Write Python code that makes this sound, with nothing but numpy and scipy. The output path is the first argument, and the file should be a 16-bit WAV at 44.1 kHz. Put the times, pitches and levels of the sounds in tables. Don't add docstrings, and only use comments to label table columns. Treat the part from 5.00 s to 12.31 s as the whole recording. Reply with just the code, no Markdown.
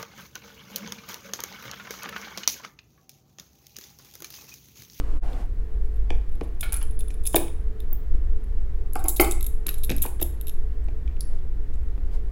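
import sys
import numpy as np
from scipy import signal
from scipy.fft import rfft, irfft, next_fast_len
from scipy.io import wavfile
from scipy.ndimage import uniform_filter1d

SR = 44100
rng = np.random.default_rng(int(sys.argv[2]) if len(sys.argv) > 2 else 0)


def put_to_file(sound):
    columns = np.atleast_2d(sound).T
    safe = np.clip(columns, -1, 1)
    whole_steps = np.round(safe * 32767)
    wavfile.write(sys.argv[1], SR, whole_steps.astype(np.int16))


def voltage_ratio(level):
    return 10 ** (np.asarray(level, float) / 20)


N = 322371
SPAN = 2 ** 14


def unit(x):
    return x / np.sqrt(np.mean(x ** 2, axis=-1, keepdims=True) + 1e-20)


def along(points, hz):
    f, v = np.transpose(points)
    return np.interp(np.log(hz + 0.085), np.log(f + 0.42), v)


def noise(gain):
    size = next_fast_len(N + SR)
    spectrum = rfft(rng.standard_normal(size)) * gain(np.fft.rfftfreq(size, 1 / SR))
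    return unit(irfft(spectrum, size)[:N])


def coloured(spectrum):
    return noise(lambda f: voltage_ratio(along(spectrum, f)))


def microphone_hiss():
    return voltage_ratio(-64) * noise(lambda f: f / (f + 6000))


# (frequency [Hz], relative density [dB])
SWAY_SPECTRUM = [(1.5, -30), (3, -9.5), (12, 6), (20, 2), (28, -43), (36, -18), (60, -120)]
# (frequency [Hz], relative density [dB])
RUMBLE_SPECTRUM = [(20, -51.5), (30, 3), (38, -12), (46, 3), (54, -7), (65, -7), (78, -20.5), (95, -31),
                   (130, -63.5), (200, -120)]
# (frequency [Hz], relative density [dB])
HISS_SPECTRUM = [(56, -43), (95, 0), (118, -6), (163, -16), (256, -16), (347, -15.5), (430, -15.5),
                 (500, -21), (738, -35.5), (822, -30.5), (1020, -32), (1910, -34.5), (2420, -40),
                 (13000, -62), (16500, -68)]
# (centre [Hz], width [Hz], level [dB])
FAN_TONES = [(185.4, 31, -51), (272, 50, -62), (437.2, 3.2, -49.5), (714, 82, -60), (1855, 23, -71)]


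def ventilation():
    sway_db, rumble_db, hiss_db = -13.5, -20, -38.5
    air = voltage_ratio(sway_db) * coloured(SWAY_SPECTRUM)
    air += voltage_ratio(rumble_db) * coloured(RUMBLE_SPECTRUM)
    air += voltage_ratio(hiss_db) * coloured(HISS_SPECTRUM)
    for hz, width_hz, db in FAN_TONES:
        air += voltage_ratio(db) * noise(lambda f: 1 / (1 + ((f - hz) / width_hz * 2) ** 2))
    return air


# (frequency [Hz], t60 [s])
ROOM_T60 = [(200, 0.48), (600, 0.34), (1500, 0.42), (4000, 0.38), (10000, 0.38), (13000, 0.15),
            (16000, 0.29)]
# (frequency [Hz], relative level [dB])
ROOM_COLOUR = [(200, 3), (1000, 5), (3000, 0.5), (8000, 4.5), (12000, 3.5), (15000, 4.5)]


def placed(rows, sent, times_s, room_db, gap_s):
    hz, t, z = signal.stft(rng.standard_normal((len(rows), SPAN)), SR, nperseg=256)
    decay_db = 60 * t / along(ROOM_T60, hz)[:, None]
    z = z * voltage_ratio(along(ROOM_COLOUR, hz)[:, None] - decay_db)
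    tail = signal.istft(z, SR, nperseg=256)[1][:, :SPAN]
    tail = unit(tail * (np.arange(SPAN) > gap_s * SR)) / np.sqrt(SPAN)
    wet = voltage_ratio(room_db) * signal.fftconvolve(sent, tail, axes=1)
    wet[:, :SPAN // 2] += rows
    out = np.zeros(N + 2 * SPAN)
    for s, row in zip(times_s, wet):
        out[round(s * SR):][:len(row)] += row
    return out[:N]


def contact(ms, spiky, rise_ms, first):
    t_ms = np.arange(SPAN // 8) * 1000 / SR
    chance = rng.standard_normal((len(ms), 2, len(t_ms)))
    shape = (1 - np.exp(-t_ms / rise_ms)) * voltage_ratio(-30 * t_ms / np.clip(ms, .3, 60)[:, None])
    force = chance[:, 0] * np.exp(spiky * chance[:, 1]) * shape
    force[:, 0] = first
    z = rfft(force, SPAN // 4)
    smooth_power = uniform_filter1d(np.abs(z) ** 2, size=21, axis=1)
    return irfft(z / np.sqrt(smooth_power), SPAN // 4)[:, :len(t_ms)]


def ring(force, hz, width_hz, gains):
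    f = np.fft.rfftfreq(SPAN // 2, 1 / SR)
    response = 0
    for k, (c, w, g) in enumerate(zip(hz.T, width_hz, gains.T)):
        mode = 1j * f * w / (c[:, None] ** 2 - f * f + 1j * f * w)
        response = response + (-1) ** k * g[:, None] * mode
    fade = np.hanning(SPAN)[SPAN // 2:]
    x = irfft(rfft(force, SPAN // 2) * response, SPAN // 2) * fade
    return x / (np.abs(x).max(axis=1, keepdims=True) + 1e-12)


def struck(modes, count, scatter_db, shift):
    hz, width_hz, db = np.transpose(modes)
    chance = rng.standard_normal((count, 2, len(hz)))
    return hz * (1 + shift * chance[:, 0]), width_hz, voltage_ratio(db + scatter_db * chance[:, 1])


def near(hz, centre_hz, depth_db, reach):
    return voltage_ratio(-depth_db * np.tanh(np.abs(np.log(hz / centre_hz[:, None])) / reach))


# (frequency [Hz], relative density [dB])
SCRAPE_SPECTRUM = [(120, -38), (200, -15), (281, -6.5), (422, -16), (468, -10), (736, -18), (1590, -23),
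                   (3000, -32), (3900, -70), (6600, -120)]
# (frequency [Hz], relative density [dB])
BRUSH_SPECTRUM = [(1760, -44), (3000, -8), (6170, -13.5), (7050, -13.5), (14300, -20), (16000, -42)]
# (start [s], swell [s], hold [s], fade [s], scrape level [dB], hiss level [dB], two woken modes [Hz], [Hz])
RUB_STROKES = [(-0.05, 0.053, 0.17, 0.04, -37.5, -56.5, 302, 1100),
               (0.158, 0.086, 0.17, 0.087, -37, -53.5, 720, 785),
               (5.84, 0.038, .03, 0.065, -60.5, -73, 395, 1594),
               (6.263, 0.045, 0.068, 0.062, -50, -61.5, 710, 1920),
               (7.092, 0.045, 0.012, 0.072, -43.5, -53.5, 696, 955)]


def rubbing():
    out = np.zeros(N)
    woken_db, half_width_hz = 3, 55
    for s, swell, hold, fade, scrape_db, hiss_db, low_hz, high_hz in RUB_STROKES:
        corners_s = np.cumsum([0, swell, hold, fade])
        shape = np.interp(np.arange(N) / SR - s, corners_s, [0, 1, 1, 0]) ** 2

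        def scrape_gain(f):
            peaks = sum(1 / (1 + ((f - c) / half_width_hz) ** 2) for c in (low_hz, high_hz))
            return voltage_ratio(along(SCRAPE_SPECTRUM, f)) * (1 + voltage_ratio(woken_db) * peaks)

        scrape = voltage_ratio(scrape_db) * noise(scrape_gain)
        out += shape * (scrape + voltage_ratio(hiss_db) * coloured(BRUSH_SPECTRUM))
    return out


def knocked(rows, modes, damping, tap_db, room_db, focus_db):
    s, db, body_hz, edge_db, ms = np.transpose(rows)
    hz, width_hz, gain = struck(modes, len(s), scatter_db=2, shift=.02)
    width_hz = np.maximum(width_hz, hz.mean(axis=0) * damping)
    force = contact(ms, spiky=0.22, rise_ms=0.3, first=4.0)
    soft = signal.lfilter(*signal.butter(2, 1900, fs=SR), force)
    hard = signal.lfilter(*signal.butter(2, 4500, fs=SR), force)
    rolloff = 1 + (hz / (3.2 * body_hz[:, None])) ** 2
    low_gain = gain * near(hz, body_hz, focus_db, 1.0) * (hz < 1600) / rolloff
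    body = ring(soft, hz, width_hz, low_gain)
    edge = ring(hard, hz, width_hz, gain * (hz > 1600))
    tap = ring(hard, np.full((len(s), 1), 2200.), [5000], np.ones((len(s), 1)))
    blow = voltage_ratio(db)[:, None] * (body + voltage_ratio(edge_db)[:, None] * (edge + voltage_ratio(tap_db) * tap))
    return placed(blow, blow, s + .0006, room_db=room_db, gap_s=0.0022)


# (time [s], blow level [dB], body colour [Hz], edge level [dB], contact [ms])
WOOD_BLOWS = [(1.104, -16.5, 487, -0.5, 3.5), (1.41, -15, 336, -8.5, 5.4), (1.813, -36, 1200, 4.5, 50),
              (2.104, -32, 140, 3.5, 3.5), (2.344, -3, 795, -8.5, 0.88), (2.362, -5.5, 396, -2, 6.6),
              (2.376, -17.5, 250, -16.5, 10), (2.3605, -17, 703, -16.5, 4.5), (2.48, -36, 400, 5, 7.1),
              (2.927, -26.5, 127, -16, 2.4), (3.142, -27, 154, -28, 7.6), (4.664, -28, 220, 7, 1.7),
              (4.682, -28, 135, 7, 30), (4.894, -15, 128, -1, 1.2), (4.902, -11.5, 206, -2.5, 7),
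              (4.918, -18, 162, 0, 11), (5.036, -30, 1500, 2.5, 40), (5.052, -18, 830, -31, 6.1),
              (5.062, -27.5, 330, 2.5, 8.8), (5.196, -31, 317, -1.5, 15), (5.216, -16, 390, -10.5, 6.1),
              (5.219, -38, 850, -7, 8.1), (5.223, -19.5, 135, -34, 4.9), (5.884, -30, 396, -3.5, 5.4),
              (6.076, -35.5, 133, 0, 6.5), (6.978, -28, 133, -18, 5), (7.112, -39, 128.4, -5, 4.5)]
# (centre [Hz], width before damping floor [Hz], level [dB])
BOX_MODES = [(140, 140, -1), (208, 37, -1), (250, 52, 0.5), (348, 137, 1.5), (457, 110, 3),
             (589.4, 300, 0.5), (660, 90, 4), (860, 140, -6), (1260, 150, -14), (1425, 240, -17),
             (1750, 300, -15), (2100, 250, -7), (2300, 200, -1), (2532, 290, 0.5), (3026, 450, -7.5),
             (3600, 500, -7), (4900, 580, -39)]
JAW_SLIDES = [(1.629, -23, 1500, 4.7, 12), (1.66, -44, 1500, 4.4, 24), (1.721, -29, 1200, 2, 60)]
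BAR_MODES = [(740, 220, -3), (1500, 170, 1), (2330, 130, 0), (3250, 190, -0.5), (4140, 150, -7)]
BENCH_BLOWS = [(3.955, -12.5, 790, -11, 5.8), (4.041, -18.5, 340, -18, 14.7), (4.05, -21, 850, -11, 40),
               (4.197, 0.5, 530, -0.5, 5.6), (4.208, -11, 700, -16.5, 12), (4.222, -11, 870, -16, 8)]
BENCH_MODES = [(305, 187, 1.5), (340, 113, 6.5), (440, 105, -6), (544, 52, -3.5), (653.5, 55, -1),
               (764, 87, 1), (871, 50, 2), (1057, 77, -4.5), (1175, 80, -3.5), (1290, 80, -2.5),
               (1550, 90, -6.5), (2136, 130, 3.5), (2536, 370, 1), (3277, 200, -4), (4600, 150, -7),
               (5240, 250, -4.5)]
# (centre [Hz], width [Hz], level [dB])
HOLLOW_MODES = [(280, 14, -3), (337, 11, 0.5), (870, 14, -10)]


def box():
    x = knocked(WOOD_BLOWS, BOX_MODES, damping=0.2, tap_db=2.5, room_db=-6, focus_db=13)
    x = x + knocked(JAW_SLIDES, BAR_MODES, damping=0.08, tap_db=-8.5, room_db=0.5, focus_db=6)
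    x = x + knocked(BENCH_BLOWS, BENCH_MODES, damping=0.055, tap_db=-17.0, room_db=-3.0, focus_db=5)
    hollow = sum(voltage_ratio(db) * signal.lfilter(*signal.iirpeak(hz, hz / width_hz, SR), x)
                 for hz, width_hz, db in HOLLOW_MODES)
    return x + hollow


# (time [s], level [dB], centre [Hz], half width of a stage [Hz], chatter [ms])
THIN_TICKS = [(2.3456, -20.5, 7060, 352.6, 8), (2.9307, -7.5, 14500, 936, 1.6),
              (6.2082, -22, 4800, 1100, 8.2), (6.112, -46, 2460, 600, 3.5), (6.168, -41, 2480, 800, 3),
              (6.39, -43, 3500, 800, 4)]


def thin_ticks():
    s, db, hz, half_width_hz, ms = np.transpose(THIN_TICKS)
    x = contact(ms, spiky=0.317, rise_ms=0.32, first=2.3)
    for stage in range(3):
        x = ring(x, hz[:, None], [2 * half_width_hz[:, None]], np.ones((len(s), 1)))
    x = voltage_ratio(db)[:, None] * x
    return placed(x, x, s - .0004, room_db=-10.0, gap_s=0.0025)


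def clamp(rows, modes, frame_hz):
    s, db, bright_hz, frame_db, ms = np.transpose(rows)
    hz, width_hz, gain = struck(modes, len(s), scatter_db=3, shift=.008)
    mean_hz = hz.mean(axis=0)
    width_hz = np.clip(width_hz, mean_hz / 50, mean_hz / 14)
    force = contact(ms, spiky=0.82, rise_ms=0.93, first=3.68)
    high = ring(force, hz, width_hz, gain * near(hz, bright_hz, 27, 0.063) * (hz > 5800))
    frame_near = near(hz, np.full(len(s), frame_hz), 15.7, 0.43)
    low = ring(force, hz, width_hz, gain * frame_near * (hz < 5800))
    one = np.ones((len(s), 1))
    crack = ring(force, bright_hz[:, None], [5500], one)
    crack = ring(crack, bright_hz[:, None], [8000], one)
    thud = ring(force, frame_hz * one, [3500], one)
    thud = ring(thud, frame_hz * one, [5000], one)
    broad = voltage_ratio(3.5 + .1 * db)[:, None] * crack + voltage_ratio(frame_db - 7.0)[:, None] * thud
    rung = high + voltage_ratio(frame_db)[:, None] * low
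    level = voltage_ratio(db)[:, None]
    sent = level * (voltage_ratio(-3.5) * rung + broad)
    return placed(level * (rung + broad), sent, s - .0004, room_db=-7.0, gap_s=0.0025)


# (time [s], level [dB], brightest pitch [Hz], frame ring level [dB], chatter [ms])
STEEL_CONTACTS = [(0.3324, -43.5, 6200, 13.5, 1.2), (0.9412, -46, 9900, -23, 7.2),
                  (0.9592, -35, 13600, -20, 3.1), (0.971, -40, 12300, -9, 1.5),
                  (1.1044, -38, 10500, -10, 3), (1.1682, -43, 10700, -20, 2.2), (1.2161, -40, 11000, -6, 1),
                  (1.3214, -41, 11300, -9, 1.5), (1.4102, -37, 11000, -13.5, 3),
                  (1.445, -41, 11000, -14, 5.6), (1.4775, -47, 11300, -12, 2), (1.598, -36, 11000, -13, 5),
                  (1.6145, -28, 11500, -23, 3.5), (1.6405, -19, 10400, -11, 4),
                  (1.648, -28.5, 11000, -10, 4.9), (1.7475, -22, 11000, -20, 3.8),
                  (1.757, -25, 10400, -20, 4), (1.7715, -12, 10300, -34, 2.3), (1.806, -41, 9000, -14, 3.3),
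                  (1.819, -49, 7000, -3, 2), (2.3685, -3, 13500, -15.5, 5.9), (2.377, -20, 12700, -8.5, 6),
                  (4.71, -21, 11100, -16, 3.2), (5.037, -31, 12500, -19, 2.4),
                  (1.2924, -40.5, 10500, -6, 2.9), (1.3542, -32.5, 11300, -11, 1.9),
                  (1.4336, -43.5, 9600, -5, 27), (1.6086, -10.5, 10650, -16, 8.4),
                  (1.6315, -17, 13000, -13, 15), (1.6926, -45, 10500, 12, 9.3),
                  (1.7238, -6, 10400, -50, 1.8), (1.7299, -5.5, 10200, -45, 2.2),
                  (1.7415, -8.5, 10300, -20, 5.7), (1.7655, -15, 10500, -22, 4.9),
                  (1.8282, -12.5, 10500, -36, 1.7), (1.9105, -25.5, 10500, -19, 4.4),
                  (1.9912, -19.5, 10500, -22, 20), (2.0056, -16, 10500, -13, 10.2),
                  (2.0824, -24.5, 10500, -13.5, 5.1), (2.1046, -34, 6600, -12, 20),
                  (2.141, -30, 10500, -11, 8.7), (2.2353, -33.5, 9900, -11, 31),
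                  (2.2535, -15, 11250, -10, 14), (2.2657, -10.5, 10200, -14, 16),
                  (2.2728, -4.5, 10320, -17, 5), (2.3286, -19, 10000, -13.5, 32),
                  (2.357, 1, 14900, -18.5, 4.2), (2.3612, 3, 9940, -13.5, 2.8),
                  (2.8037, -23, 12500, -7, 0.43), (3.4403, -37.5, 10550, -26, 3.2),
                  (3.934, -15.5, 11360, -32.5, 3.8), (3.955, -18, 10100, -32.5, 3.4),
                  (3.965, -31, 7600, -22.5, 5.8), (3.9912, -29, 9900, -12, 37),
                  (4.0412, -12, 13000, -41.5, 4.3), (4.056, -23.5, 11100, -15, 59),
                  (4.0834, 1, 9866, -28.5, 5.9), (4.0904, -3, 12600, -23.5, 28),
                  (4.1625, -7.5, 12600, -22, 39), (4.1999, 1, 12860, -23, 8.9),
                  (4.2077, 3.5, 12880, -27, 19), (4.2445, -18.5, 7900, -5, 8.1),
                  (4.3113, -11.5, 8200, -15, 4.5), (4.3214, -15.5, 10500, -8, 5.2),
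                  (4.4095, -15.5, 11700, -10.5, 1.1), (4.4278, -11, 11300, -21, 3.8),
                  (4.4431, -16, 11300, -15, 9.3), (4.465, -14, 11250, -15, 8),
                  (4.6674, -6, 11460, -13.5, 6.3), (4.6907, -11.5, 11700, -5.5, 4.5),
                  (4.7418, -17.5, 11300, -16, 5), (4.782, -25, 11200, -13, 13),
                  (4.8349, -12.5, 11450, -12.5, 18), (4.8463, -12.5, 11400, -17, 8.6),
                  (4.8963, -13.5, 11600, -10, 1.2), (4.902, -15.5, 6630, 0.5, 1.7),
                  (4.9135, -15.5, 11300, -8, 5.9), (4.9648, -11.5, 11400, -33, 3.4),
                  (4.9821, -16.5, 12200, -12.5, 4.9), (5.02, -8.5, 11720, -16, 32),
                  (5.0604, -14, 11100, -19, 5.4), (5.2024, -29, 9250, -10, 6.6),
                  (5.213, -12.5, 14300, -15, 23), (5.226, -6, 11500, -14, 5.8),
                  (5.4126, -18, 11700, -14.5, 1.4), (5.47, -20, 11470, -12, 8.2),
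                  (5.4818, -17, 11360, -15.5, 6.4), (5.4952, -20.5, 11500, -8, 2.6),
                  (6.2074, -17.5, 10500, -19, 2.3), (6.7387, -41, 6620, -7, 5.5)]
# (centre [Hz], width before damping limits [Hz], level [dB])
FIRST_CLAMP_MODES = [(2540, 200, -3.5), (3602, 180, -4.5), (4170, 180, -11), (5030, 540, -7),
                     (7360, 320, -6.5), (9020, 400, -6), (9630, 340, -10), (10335, 200, -1),
                     (11250, 300, -8), (11000, 780, -13.5), (14900, 790, -2.5), (13930, 1500, -2),
                     (16400, 250, -1.5)]
SECOND_CLAMP_MODES = [(2720, 200, 0.5), (3124, 205, -2.5), (3750, 220, 4), (4480, 450, -14),
                      (5090, 460, -3.5), (6710, 730, -16), (7800, 230, -6.5), (9610, 810, -13.5),
                      (10550, 150, -5), (11390, 330, -7.5), (11700, 230, -12.5), (12600, 1200, -11.5),
                      (12250, 600, -22), (14300, 360, -2), (14740, 570, -11)]


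def clamps():
    swap_s, tick_count = 3.8, 16
    ticks = []
    for when, size, tone in rng.random((tick_count, 3)):
        tick_s = 0.022 + 0.99 * when * N / SR
        tick_db = -48 - 3 * np.log(1 / (1 - 0.9 * size))
        ticks.append((tick_s, tick_db, 10500 * (0.62 + 0.5 * tone), -20, 6.3))
    rows = [*STEEL_CONTACTS, *ticks]
    first = clamp([r for r in rows if r[0] < swap_s], FIRST_CLAMP_MODES, frame_hz=3500)
    second = clamp([r for r in rows if r[0] >= swap_s], SECOND_CLAMP_MODES, frame_hz=3570)
    return first + second


# (time [s], level [dB])
OVERALL_LEVEL = [(0, -7.5), (.17, -7.5), (.2, -17.5), (.205, -32), (.23, -7)]


def scene():
    time_s, level_db = np.transpose(OVERALL_LEVEL)
    mix = microphone_hiss() + ventilation() + rubbing() + box() + thin_ticks() + clamps()
    return (mix * voltage_ratio(np.interp(np.arange(N) / SR, time_s, level_db)))[None]


def band_limit(x):
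    return signal.sosfilt(signal.butter(12, 16680, fs=SR, output="sos"), x)


def record(dry):
    limited = signal.sosfilt(signal.ellip(10, .5, 70, 16000, fs=SR, output="sos"), dry)
    return band_limit(limited)


dry = scene()
out = record(dry)
put_to_file(out)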